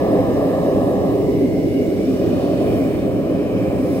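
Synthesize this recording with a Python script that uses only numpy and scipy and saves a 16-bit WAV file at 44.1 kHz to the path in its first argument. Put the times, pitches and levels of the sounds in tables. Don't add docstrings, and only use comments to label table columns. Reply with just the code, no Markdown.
import sys
import numpy as np
from scipy import signal
from scipy.fft import rfft, irfft
from scipy.io import wavfile
from scipy.ndimage import uniform_filter1d

SR = 44100
rng = np.random.default_rng(int(sys.argv[2]) if len(sys.argv) > 2 else 0)


def inscribe(sig):
    pcm = np.round(np.clip(np.atleast_2d(sig).T, -1, 1) * 32767)
    wavfile.write(sys.argv[1], SR, pcm.astype(np.int16))


N = 176400

# (f/Hz, level/dB)
ROAR_SPECTRUM = [(20, -71), (36, -74), (54, -53), (72, -55), (116, -44.5), (140, -50.5), (185, -43.5),
                 (232, -45), (272, -39), (305, -42.5), (350, -45), (410, -43.2), (465, -44), (520, -46),
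                 (660, -52), (780, -59.5), (890, -69), (1020, -65.5), (1200, -69.5), (1450, -78.5),
                 (1680, -75), (2350, -80), (3000, -81), (3400, -90.5), (3750, -88.5), (4300, -94),
                 (8000, -115)]
# (t/s, gain/dB)
ROAR_GAIN = [(0, 2.5), (1.33, 0.1), (1.7, -3), (2.2, 0.5), (2.65, 1.7), (3.1, -1), (3.5, -0.35), (4, 0.5)]
# (t/s, stage: 0 seated, 1 filling the mouth, 2 just over the rim, 3 clear)
CRUCIBLE_LIFT = [(0, 0.18), (1.0, 0.066), (1.28, 0.89), (1.55, 0.87), (2.05, 1.4), (2.35, 1.84), (2.6, 2.0),
                 (2.78, 2.56), (2.95, 2.14), (4, 3.9)]
# (f/Hz, width/Hz, gain/dB)
CHAMBER_MODES = [(512, 61, 4), (755, 300, 5.5), (1120, 460, 5), (1456, 140, -13), (1756, 214, 6.5),
                 (3760, 280, 8)]
RING_GAP_MODES = [(297, 85, 6), (411, 91, 7), (730, 340, -1), (1820, 140, -6.5)]
RIM_SLIT_MODES = [(310, 50, 3), (397, 70, 1.5), (484, 59, -6.5), (585, 130, 2), (3620, 170, 12),
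                  (4400, 600, 10.5)]
EMPTY_FURNACE_MODES = [(80, 65, 2), (310, 20, 2), (2000, 160, -4)]
# (t/s, f/Hz, width/Hz, gain/dB)
MOUTH_RESONANCE = [(0, 2030, 400, 2.5), (.8, 2080, 500, -1), (1.2, 2060, 380, 2.5), (1.4, 2140, 330, 9.5),
                   (1.75, 2180, 240, 14.5), (2.0, 2240, 280, 10), (2.15, 2460, 220, 6), (2.5, 2540, 260, 6),
                   (2.8, 2360, 426, 10), (3.2, 2390, 420, 6), (3.6, 2410, 380, 9.5), (4, 2330, 433, 7.5)]
# (t/s, f/Hz, gain/dB)
MOUTH_OVERTONE = [(0, 3000, -1), (1.0, 2870, 0.5), (1.62, 2880, 5), (1.78, 2800, 12), (1.93, 2880, 3),
                  (2.2, 3000, 6), (2.5, 3050, 3.5), (2.68, 3160, 9), (2.95, 3050, 4.5), (3.7, 3160, 5.5),
                  (4, 3120, 2)]
# (t/s, f/Hz, gain/dB)
MOUTH_NULL = [(1.0, 1570, 0), (1.3, 1450, -8), (1.5, 1230, -9.5), (1.8, 1110, -8.5), (2.1, 980, -7),
              (2.4, 1000, -1.5)]
# (f/Hz, width/Hz, gain/dB)
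NOTCHES_LEFT = [(229, 18, -4.5), (358.3, 31.5, -40), (465, 46, -10.5), (851, 35, -28)]
NOTCHES_RIGHT = [(231, 40, -6), (457.4, 55, -29), (741.6, 40, -46), (1020, 4.9, -6)]
# (f/Hz, phase/rad)
LEFT_PHASE_LEAD = [(100, -1.38), (300, 0.15), (450, -0.05), (650, 0.8), (1200, 1.28), (1500, 1.62),
                   (3000, 2)]
# (f/Hz, share/dB)
SCATTERED_SHARE = [(30, -4), (55, -14), (100, -18), (200, -20.5), (330, -15.5), (470, -14), (900, -7.5),
                   (1150, -8.5), (1700, -4), (4000, -2.5)]
# (f/Hz, level/dB)
JET_SPECTRUM = [(500, -100), (1800, -101), (3000, -90), (4300, -87.5), (5800, -87), (6050, -93.5),
                (6700, -92), (8300, -91), (9800, -94), (12000, -92.5), (15500, -90.5)]
# (f/Hz, width/Hz, gain/dB)
BURNER_MODES = [(3560, 110, 2), (5040, 110, 4.5), (5230, 160, -2.5), (5550, 360, 1), (8240, 410, 3.5),
                (10400, 350, 1.5), (11100, 360, 6.5), (13300, 520, 3.8)]
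# (t/s, low gain/dB, high gain/dB)
JET_GAIN = [(0, 1.5, 0.5), (.5, 0.5, 2), (1.25, 1, 1), (1.7, 2.2, -0.2), (2.0, 3.5, 1.2), (2.45, 3.5, 0.8),
            (2.78, 0, 4), (3.12, -3.5, -0.5), (3.4, 0, -3), (3.7, -1.7, 0.2), (4, 2.5, 4.5)]

BASS_HZ, JET_CROSSOVER_HZ, TOP_HZ = 235, 6000, 15750
OVERTONE_WIDTH_HZ, NULL_WIDTH_HZ = 350, 420
FLUTTER_DB, FLUTTER_HZ = 0.83, 10
JET_WAVER_DB, JET_WAVER_HZ = 1.2, 14
ROAR_PAN_DB, JET_PAN_DB = -0.9, -2.5
ECHO_DECAY_S, ECHO_DRIFT_HZ = 0.011, 0.12
ROAR_ECHO_SHARE, JET_ECHO_SHARE = 0.92, 0.66
WINDOW, HOP = 2048, 256


def undb(db):
    return 10 ** (np.asarray(db) / 20)


def curves(table, t):
    times, *columns = np.array(table, float).T
    return [np.interp(t, times, column) for column in columns]


def spectrum(table, f):
    hz, value = np.array(table, float).T
    return np.interp(np.log(f + 1), np.log(hz), value)


def resonances(table, f):
    return sum(db * np.exp(-np.log(2) * (2 * (f - hz) / width) ** 2) for hz, width, db in table)


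def white_noise(channels):
    return rfft(rng.standard_normal((channels, N))) * np.sqrt(SR / 2)


def waver(t, f, rate_hz, bands):
    steps = rng.standard_normal((bands, len(t)))
    wander = np.array([np.interp(t * rate_hz, np.arange(len(t)), row) for row in steps])
    band_position = np.log(1 + f / f[1]) / np.log(len(f)) * (bands - 1)
    weights = np.maximum(1 - abs(band_position - np.arange(bands)), 0)
    return weights @ wander


def moving_filter(x, gain_db):
    framing = dict(nperseg=WINDOW, noverlap=WINDOW - HOP)
    f, t, frames = signal.stft(x, SR, **framing)
    _, filtered = signal.istft(frames * undb(gain_db(t, f[:, None])), SR, **framing)
    return filtered[:, :N]


def pan(x, db):
    return x * undb(np.array([[db], [-db]]) / 2)


def flame_roar():
    f = np.fft.rfftfreq(N, 1 / SR)
    left_path = interference(NOTCHES_LEFT, f) * np.exp(1j * spectrum(LEFT_PHASE_LEAD, f))
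    right_path = interference(NOTCHES_RIGHT, f)
    coherent = white_noise(channels=1) * np.array([left_path, right_path])
    scatter = undb(spectrum(SCATTERED_SHARE, f))
    heard = coherent * np.sqrt(1 - scatter ** 2) + yard_scattering(ROAR_ECHO_SHARE) * scatter
    roar = irfft(heard * undb(spectrum(ROAR_SPECTRUM, f)), N)
    return pan(moving_filter(roar, furnace_mouth), ROAR_PAN_DB)


def furnace_mouth(t, f):
    lift, = curves(CRUCIBLE_LIFT, t)
    stages = (CHAMBER_MODES, RING_GAP_MODES, RIM_SLIT_MODES, EMPTY_FURNACE_MODES)
    cavity = sum(np.clip(1 - abs(lift - stage), 0, 1) * resonances(modes, f)
                 for stage, modes in enumerate(stages))
    overtone_hz, overtone_db = curves(MOUTH_OVERTONE, t)
    null_hz, null_db = curves(MOUTH_NULL, t)
    gliding = resonances([curves(MOUTH_RESONANCE, t),
                          (overtone_hz, OVERTONE_WIDTH_HZ, overtone_db),
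                          (null_hz, NULL_WIDTH_HZ, null_db)], f)
    roar_db, = curves(ROAR_GAIN, t)
    above_bass = roar_db * f ** 2 / (f ** 2 + BASS_HZ ** 2)
    return cavity + gliding + above_bass + FLUTTER_DB * waver(t, f, FLUTTER_HZ, bands=9)


def interference(table, f):
    notches = [1 - (1 - undb(db)) / (1 + 2j * (f - hz) / width) for hz, width, db in table]
    return np.prod(notches, axis=0)


def yard_scattering(echo_share):
    t = np.arange(N) / SR
    ripple = rfft(rng.standard_normal((2, 2, N)) * np.exp(-t / ECHO_DECAY_S))
    ripple /= np.sqrt(uniform_filter1d(abs(ripple) ** 2, size=800, axis=2))
    pattern_a, pattern_b = irfft(white_noise(channels=2)[:, None] * ripple, N)
    drift = 2 * np.pi * ECHO_DRIFT_HZ * t
    echoes = rfft(pattern_a * np.cos(drift) + pattern_b * np.sin(drift))
    return echoes * np.sqrt(echo_share) + white_noise(channels=2) * np.sqrt(1 - echo_share)


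def gas_jet():
    f = np.fft.rfftfreq(N, 1 / SR)
    level_db = spectrum(JET_SPECTRUM, f) + resonances(BURNER_MODES, f)
    hiss = irfft(yard_scattering(JET_ECHO_SHARE) * undb(level_db), N)
    return pan(moving_filter(hiss, jet_modulation), JET_PAN_DB)


def jet_modulation(t, f):
    low_db, high_db = curves(JET_GAIN, t)
    treble = f ** 4 / (f ** 4 + JET_CROSSOVER_HZ ** 4)
    swell = low_db * (1 - treble) + high_db * treble
    return swell + JET_WAVER_DB * waver(t, f, JET_WAVER_HZ, bands=40)


def scene():
    return flame_roar() + gas_jet()


def record(dry):
    low_pass = signal.ellip(12, rp=0.1, rs=80, Wn=TOP_HZ, fs=SR, output="sos")
    return signal.sosfilt(low_pass, dry)


dry = scene()
out = record(dry)
inscribe(out)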